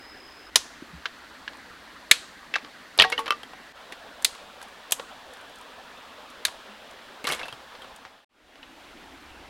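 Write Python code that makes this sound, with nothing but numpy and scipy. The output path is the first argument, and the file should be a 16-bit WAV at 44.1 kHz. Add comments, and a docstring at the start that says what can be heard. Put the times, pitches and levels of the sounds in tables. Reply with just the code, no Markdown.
"""A stream bank in a wood, the microphone close to dry sticks being snapped, knocked and dropped on stones.
Each blow is a burst of breaking fibres and the stick's short ring; rocks and trees echo the crack.
Behind are gurgling water, low wind on the microphone and, for the first half second, an insect.
The water is heard from four spots in turn; before the last, everything fades through silence."""
import sys
import numpy as np
from scipy import signal
from scipy.io import wavfile
from scipy.ndimage import uniform_filter1d

SR = 44100
rng = np.random.default_rng(int(sys.argv[2]) if len(sys.argv) > 2 else 0)


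def pcm_store(signal):
    """Save signal as 16-bit PCM."""
    levels = np.round(np.clip(np.atleast_2d(signal), -1, 1) * 32767)
    wavfile.write(sys.argv[1], SR, levels.astype(np.int16).T)


N = 418509

# The water's colour at each spot. Each row: start in seconds, then points of (Hz, relative dB).
STREAM_SPOTS = [(0, [(25, -12), (200, -15), (280, -1), (400, -7.5), (1800, -7), (4400, -17.5),
                (5700, -23.5), (16000, -35.5)]), (.5, [(25, -15), (110, -19), (265, -2), (390, -10.5),
                (520, -7), (860, -8), (1100, -6), (1900, -4.5), (2300, -11.5), (4400, -13.5), (5400, -20.5),
                (16000, -35.5)]), (3.727, [(15, -44.5), (25, -7.5), (145, -18), (270, -2), (309, -11.5),
                (545, -2), (1740, -4.5), (2050, -10), (3430, -8.5), (6050, -21.5), (14800, -33.5),
                (16000, -30.5)]), (8.27, [(15, -28.5), (25, 2.5), (64, -19.5), (153, -19.5), (293, -6),
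                (416, -13.5), (754, -9.5), (1160, -13.5), (1440, -12.5), (3340, -17), (5880, -27.5),
                (16000, -40.5)])]
SNAP_ECHO_DB, CLACK_ECHO_DB, LAST_DROP_ECHO_DB = -8, -8.5, .5  # how strongly the bank answers


def gain_of(db):
    """Decibels to amplitude."""
    return 10 ** (np.asarray(db) / 20)


def unit_rms(x):
    """Scales to unit rms."""
    return x / np.sqrt(np.mean(x ** 2) + 1e-20)


def at_hz(points, hz):
    """Reads a curve on a log-frequency axis."""
    f, value = np.transpose(points)
    return np.interp(np.log(hz + 1), np.log(f + 1), value)


def band(x, lo_hz, hi_hz, order=2):
    """Band-pass."""
    return signal.sosfilt(signal.butter(order, [lo_hz, hi_hz], "bandpass", fs=SR, output="sos"), x)


def add(mix, s, sound):
    """Adds a sound at s seconds."""
    part = mix[round(s * SR):][:len(sound)]
    part += sound[:len(part)]


def wind():
    """Wind on the microphone: a soft low rumble that swells and sinks."""
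    # Each row: time in seconds, level in dB.
    swell = [(0, -69), (.4, -65), (2.8, -70.5), (8.6, -76), (9.49, -58.5)]
    level_db = np.interp(np.arange(N) / SR, *np.transpose(swell))
    return unit_rms(band(rng.standard_normal(N), 41, 74)) * gain_of(level_db)


def stream_gain():
    """The water is steady at each spot and dips briefly on reaching the second and third."""
    # The level at each spot in dB.
    spot_db = [-48, -47.5, -46.5, -48.5]
    # Each row: start in seconds, dip in dB.
    dips = [(0.501, -6.5), (3.725, -14)]
    recovery_s = .02
    t = np.arange(N) / SR
    spot = np.searchsorted([s for s, _ in STREAM_SPOTS], t, "right") - 1
    dip_db = sum(db * (t >= s) * np.exp(-abs(t - s) / recovery_s) for s, db in dips)
    return gain_of(np.take(spot_db, spot) + dip_db)


def stream():
    """Running water: noise gurgling in patches where bubbles cluster. Returns mid and side."""
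    # Stereo width. Each row: frequency in Hz, side against mid in dB.
    width = [(30, -7.5), (250, -18), (1800, -51.5), (8000, -9.5), (15000, 0.5)]
    frames, hz = N // 256 + 5, np.fft.rfftfreq(1024, 1 / SR)
    mid_re, mid_im, side_re, side_im, patches = rng.standard_normal((frames, 513, 5)).T
    patches = uniform_filter1d(patches, size=8, axis=0)  # across frequency
    patches = unit_rms(uniform_filter1d(patches, size=5, axis=1))  # across time
    gurgle_db = at_hz([(200, 2.4), (1500, 2.46), (5000, 0.37)], hz)[:, None]  # most in the low voices
    side = gain_of(at_hz(width, hz))[:, None] * (side_re + 1j * side_im)
    spectra = np.array([mid_re + 1j * mid_im, side]) * gain_of(gurgle_db * patches)
    colours = np.array([unit_rms(gain_of(at_hz(colour, hz))) for _, colour in STREAM_SPOTS])
    spot = np.searchsorted([s for s, _ in STREAM_SPOTS], np.arange(frames) * 256 / SR, "right") - 1
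    water = signal.istft(spectra * colours[spot].T, nperseg=1024, noverlap=768)[1][:, :N]
    return water / water[0].std() * stream_gain()


def insect():
    """Wings buzzing through one narrow resonance: a band of fast, unevenly throbbing noise."""
    # Each row: time in seconds, level in dB; the buzz stops at the last row.
    levels = [(0, -54), (.497, -57)]
    buzz_hz, width_hz = 5070, 190
    t = np.arange(SR) / SR
    throb = gain_of(2.2 * unit_rms(band(rng.standard_normal(SR), 17, 92)))
    buzz = band(throb * rng.standard_normal(SR), buzz_hz - width_hz / 2, buzz_hz + width_hz / 2, order=3)
    return unit_rms(buzz) * gain_of(np.interp(t, *np.transpose(levels), right=-120))


def bank_echo(cracks):
    """Diffuse echo off rocks and farther trees: noise that follows the cracks and dies band by band."""
    # The rocks. Each row: frequency in Hz, seconds to fall 60 dB.
    rock_decay = [(500, 0.15), (2000, 0.049), (7000, 0.13), (13000, 0.035)]
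    trees_db, trees_slower = -6.5, 4.7  # the trees answer fainter and longer
    hz, t, spectra = signal.stft(cracks, SR, nperseg=128, noverlap=96)
    power = uniform_filter1d(abs(spectra) ** 2, size=3, axis=0)
    late = np.pad(power, ((0, 0), (6, 0)))[:, :len(t)]  # arrives 4 ms late

    def tail(t60):
        kept_per_frame = gain_of(-120 * t[1] / t60)
        return np.array([signal.lfilter([1 - k], [1, -k], p) for k, p in zip(kept_per_frame, late)])

    rock_t60 = at_hz(rock_decay, hz)
    echo_power = tail(rock_t60) + gain_of(trees_db) ** 2 * tail(trees_slower * rock_t60)
    scatter = np.exp(2j * np.pi * rng.random(spectra.T.shape).T)
    return signal.istft(np.sqrt(echo_power) * scatter, SR, nperseg=128, noverlap=96)[1][:N]


def ground_bumps():
    """Soft bumps in the ground: low tones that swell and die within a few cycles."""
    # Each row: start in seconds, level in dB, pitch in Hz, rise in seconds.
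    bumps = [(.823, -30.5, 360, 0.0016), (.93, -40, 171, 0.0098), (.94, -44, 70.6, 0.018),
             (2.985, -39.5, 70, 0.012), (3.0, -35, 156, 0.01), (6.68, -50, 210, 0.022),
             (7.242, -33.5, 250, 0.003), (7.29, -43, 152, 0.0094), (7.525, -49, 121, 0.0074)]
    ground = np.zeros(N)
    for s, db, hz, rise_s in bumps:
        age = np.arange(SR // 4) / SR / max(rise_s, .002)  # a bump under 2 ms is slowed, so sounds lower
        swell = np.e * age * np.exp(-age)
        add(ground, s, gain_of(db) * swell * np.sin(2 * np.pi * hz * rise_s * age))
    return ground


def crunch():
    """Twigs grind into the gravel in dense uneven clicks. Returns the start in seconds and the sound."""
    # Each row: time in seconds, level in dB.
    levels = [(7.242, -39), (7.35, -49), (7.422, -38)]
    clicks_per_s = 3500
    s, db = np.transpose(levels)
    t = np.arange(s[0], s[-1], 1 / SR)
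    grit = rng.standard_normal(len(t)) * gain_of(3.0 * rng.exponential(1, len(t)))
    grit *= rng.random(len(t)) < clicks_per_s / SR
    return s[0], unit_rms(band(grit, 830, 2100)) * gain_of(np.interp(t, s, db))


def fibre_crack(db, hz, thud_db, snap_db, length_s):
    """Breaking fibres: one noise burst heard as a pitched body, a bright snap and a low thud."""
    t = np.arange(SR // 4) / SR
    noise = rng.standard_normal(len(t)) * (1 - np.exp(-t / 0.0001))
    burst = noise * np.exp(-(t / length_s) ** 1.12)
    slow_burst = noise * np.exp(-(t / (1.3 * length_s)) ** 1.12)
    body = band(burst, min(0.58 * hz, 2650), 4010, order=3) + 1.82 * band(burst, hz * 0.83, hz * 1.14)
    layers = [(db, body), (snap_db, band(burst, 5800, 11000)), (thud_db, band(slow_burst, 400, 1650))]
    energy = 0.34 * length_s * SR  # brings each layer's peak near its level
    return sum(gain_of(level) * x * np.sqrt(energy / np.sum(x ** 2)) for level, x in layers)


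def stick_ring(hz):
    """The damped modes of the stick whose leading mode lies nearest the blow's pitch."""
    # Each row is a stick, leading mode first. Each mode: pitch in Hz, relative dB, seconds to fall 60 dB.
    sticks = [
        [(761, -4.5, 0.17), (1900, -4, 0.12), (3440, -12, 0.046)],
        [(1115, 3, 0.11), (885, 2, 0.1), (460, -8, 0.56)],
        [(2184, -2.5, 0.066), (2790, -6, 0.07), (494.5, -14.5, 0.26)],
        [(1185, 1.5, 0.09), (2660, -2, 0.13), (3050, 9, 0.024)],
        [(1650, 6.5, 0.029), (2820, 3, 0.02), (4300, -16, 0.066)],
        [(2975, -1, 0.052), (1865, -1.5, 0.047)],
        [(2660, -5, 0.072)],
        [(3193, -1, 0.043)],
        [(3940, 3.5, 0.016)],
    ]
    t = np.arange(SR // 4) / SR
    stick = min(sticks, key=lambda modes: abs(np.log(modes[0][0] / hz)))
    mode_hz, mode_db, t60 = np.transpose(stick)[:, :, None]
    nearness_db = -3 * abs(np.log2(mode_hz / hz))  # far modes are struck more weakly
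    modes = gain_of(mode_db + nearness_db - 60 * t / t60) * np.sin(2 * np.pi * mode_hz * t)
    return modes.sum(0) * (1 - np.exp(-t / 0.00052))


def bark_ticks():
    """Blows of bark and splinters: faint ticks, strongest in the treble."""
    # Each row: start in seconds, snap level in dB.
    ticks = [(1.57, -51), (4.223, -36), (4.683, -53), (5.336, -45), (5.37, -53), (5.412, -50), (5.495, -52),
             (5.557, -48), (5.585, -50), (5.612, -47), (6.301, -47.5), (6.91, -49), (7.961, -42)]
    hz, body_db, thud_db, length_s, ring_db = 1500, -4.5, -9, .004, -20
    for s, db in ticks:
        yield s, SNAP_ECHO_DB, db + body_db, hz, db + thud_db, db, length_s, ring_db


def stick_clacks():
    """Blows of wood on wood or stone, with more thud when an armful lands on the ground."""
    # Each row: start in seconds, level in dB, pitch in Hz, snap in dB against the level,
    # crack length in seconds, ring in dB against the level.
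    clacks = [(1.056, -19, 1620, -32, 0.0061, -8), (1.478, -25, 1580, -34, 0.0047, -1),
              (1.532, -39.5, 960, -27, .005, -8), (2.539, -18.5, 1970, -24, 0.0041, -14),
              (2.54, -22, 2620, -27, 0.0067, 6.5), (2.556, -11, 1860, -40, 0.0021, -11.5),
              (2.56, -16, 1220, -35, 0.0029, -22), (2.583, -35, 2070, -25, .0045, -10),
              (2.647, -35, 930, -21, 0.0038, -12), (2.977, -32, 4300, 2, 0.0038, -15),
              (2.988, -8.5, 3840, -37, 0.0066, -14), (2.998, 1.5, 3070, -43, 0.0022, -5),
              (3.007, -8.5, 3102, -31, 0.0068, 2), (3.018, -16, 2670, -16, 0.0048, -17),
              (3.021, -5, 2350, -18.5, 0.0049, -13), (3.039, -23.5, 1710, -16, .0034, 6),
              (3.046, -31, 1120, -11.5, 0.0032, 5.5), (3.047, -23, 805, -43, 0.0053, 5.5),
              (3.1, -35, 888, 3, 0.0034, 5), (3.12, -24, 1440, -15, 0.011, -8),
              (3.125, -20, 2220, -36, 0.0029, 4.5), (3.178, -23.5, 2827, -20, 0.0071, 4),
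              (3.19, -31, 1100, -7, 0.012, 6), (3.259, -29, 1930, -15, 0.004, -6),
              (3.266, -29, 1430, -24, 0.0044, -4), (3.279, -24, 1230, -19, 0.0052, -6),
              (3.306, -12, 1260, -13.5, 0.0019, -5.5), (3.322, -24.5, 1250, -28, 0.0044, -4.5),
              (3.432, -34, 3088, -11, 0.0038, 1), (3.534, -41.5, 918, -16, .005, 1.5),
              (3.922, -31.5, 1870, -12, 0.0076, -14), (4.349, -38.5, 1120, -10, .0053, -14),
              (4.615, -37.5, 1530, -8, .004, -7), (4.627, -40, 899, -0.5, .0053, -15),
              (4.909, -32.5, 4080, 3, .0037, -15), (4.987, -41, 924, -19, .004, -1),
              (4.996, -26, 556, -21, 0.0039, -14), (6.469, -28, 4020, -8, .003, -15),
              (6.481, -31, 870, -12, 0.0058, -14), (7.242, -33, 2220, -1, 0.0031, 4),
              (7.25, -25.5, 2000, -26.5, 0.0043, 1), (7.27, -22.5, 3900, -4.5, .0053, 0),
              (7.274, -16.5, 1240, -28, .002, -11.5), (7.289, -26.5, 1500, -1, 0.0038, -16),
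              (7.299, -23, 1380, -17.5, 0.0038, -11), (7.303, -25, 2230, -22, 0.0021, 3),
              (7.321, -19.5, 3420, -5, .0032, -11), (7.328, -29, 2150, -2, 0.0037, -16),
              (7.334, -21.5, 2030, -19, 0.0019, -4), (7.313, -28, 2630, -1, 0.0029, -1),
              (7.348, -32, 3030, -1, .0033, -8), (7.394, -32.5, 2060, -13, 0.0054, 4),
              (7.431, -32, 2670, -20, .0063, 7), (7.455, -40.5, 660, -6.5, 0.006, -3),
              (7.482, -32, 2560, -11, 0.0034, 5), (7.526, -31.5, 3240, -9, 0.0016, 1),
              (7.751, -42.5, 900, -25, 0.0035, -10), (7.82, -43, 3430, -6, 0.003, 7),
              (7.844, -41.5, 1390, -13, 0.0028, -8), (8.051, -35, 800, -27, 0.0031, -3),
              (8.556, -38, 860, -20, 0.0034, -11.5), (8.629, -34.5, 2900, -27, 0.0047, -3.5)]
    # An armful lands and settles. Each row: start and end in seconds.
    drops = [(2.97, 3.6), (7.2, 8.1)]
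    held_thud_db, drop_thud_db, at_level_db = -36, -26.5, -25.5
    for s, db, hz, snap_db, length_s, ring_db in clacks:
        thud_db = drop_thud_db if any(start < s < end for start, end in drops) else held_thud_db
        thud_db += 0.65 * (db - at_level_db)  # louder clacks thud more
        echo_db = LAST_DROP_ECHO_DB if s > drops[-1][0] else CLACK_ECHO_DB
        yield s, echo_db, db, hz, thud_db, db + snap_db, length_s, ring_db


def stick_snaps():
    """Two blows as a stick breaks: the crack, then the last fibres tearing with little thud or snap."""
    # Each row: start in seconds, level in dB, pitch in Hz, thud in dB, snap in dB, crack length in
    # seconds, ring in dB against the level, tear level in dB, tear pitch in Hz.
    breaks = [(.557, -8, 3560, -16, -11, 0.0062, -10.5, -4, 5530),
              (2.112, -2, 2038, -22.5, -6.5, 0.0046, -22.5, 1, 3910),
              (4.246, -14.5, 4040, -26.5, -10, 0.0044, -28, -7, 3800),
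              (4.921, -19.5, 3940, -24.5, -11, 0.0047, -15, -14, 3160),
              (6.451, -11.5, 3500, -33, -15.5, 0.004, -32.5, -18, 1730)]
    tear_after_s, tear_length_s, tear_ring_db = 0.001508, 0.0031, -15
    for s, *first_crack, tear_db, tear_hz in breaks:
        yield s, SNAP_ECHO_DB, *first_crack
        weak_db = tear_db - 33
        yield s + tear_after_s, SNAP_ECHO_DB, tear_db, tear_hz, weak_db, weak_db, tear_length_s, tear_ring_db


def fade():
    """Gain of the fade to silence and back."""
    out_s, in_s, turn_s = 0.43, 0.53, 8.287  # both ramps aim at zero at the turn
    silent_from_s, silent_to_s = 8.246, 8.293
    t = np.arange(N) / SR
    falling, rising = np.clip([(turn_s - t) / out_s, (t - turn_s) / in_s], 0, 1)
    return falling ** .7 * (t < silent_from_s) + rising ** .88 * (t > silent_to_s)


def scene():
    """Everything sits in the centre; only the stream has width."""
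    to_bank, mid = np.zeros((2, N))
    blows = [*stick_snaps(), *stick_clacks(), *bark_ticks()]
    for s, echo_db, db, hz, thud_db, snap_db, length_s, ring_db in blows:
        crack = fibre_crack(db, hz, thud_db, snap_db, length_s)
        add(to_bank, s, gain_of(echo_db) * crack)
        add(mid, s, crack + gain_of(db + ring_db) * stick_ring(hz))
    s, grit = crunch()
    add(to_bank, s, gain_of(LAST_DROP_ECHO_DB) * grit)
    add(mid, s, grit)
    add(mid, 0, insect())
    water, side = stream()
    mid += ground_bumps() + bank_echo(to_bank) + water + wind()
    return np.array([mid + side, mid - side]) * fade()


def record(dry):
    """The loudest cracks clip at full scale, and the treble ends at 16.2 kHz."""
    low_pass = signal.firwin(511, 16200, window=("kaiser", 9), fs=SR)[None]
    return signal.oaconvolve(np.clip(dry, -1, 1), low_pass, "same")


dry = scene()
out = record(dry)
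pcm_store(out)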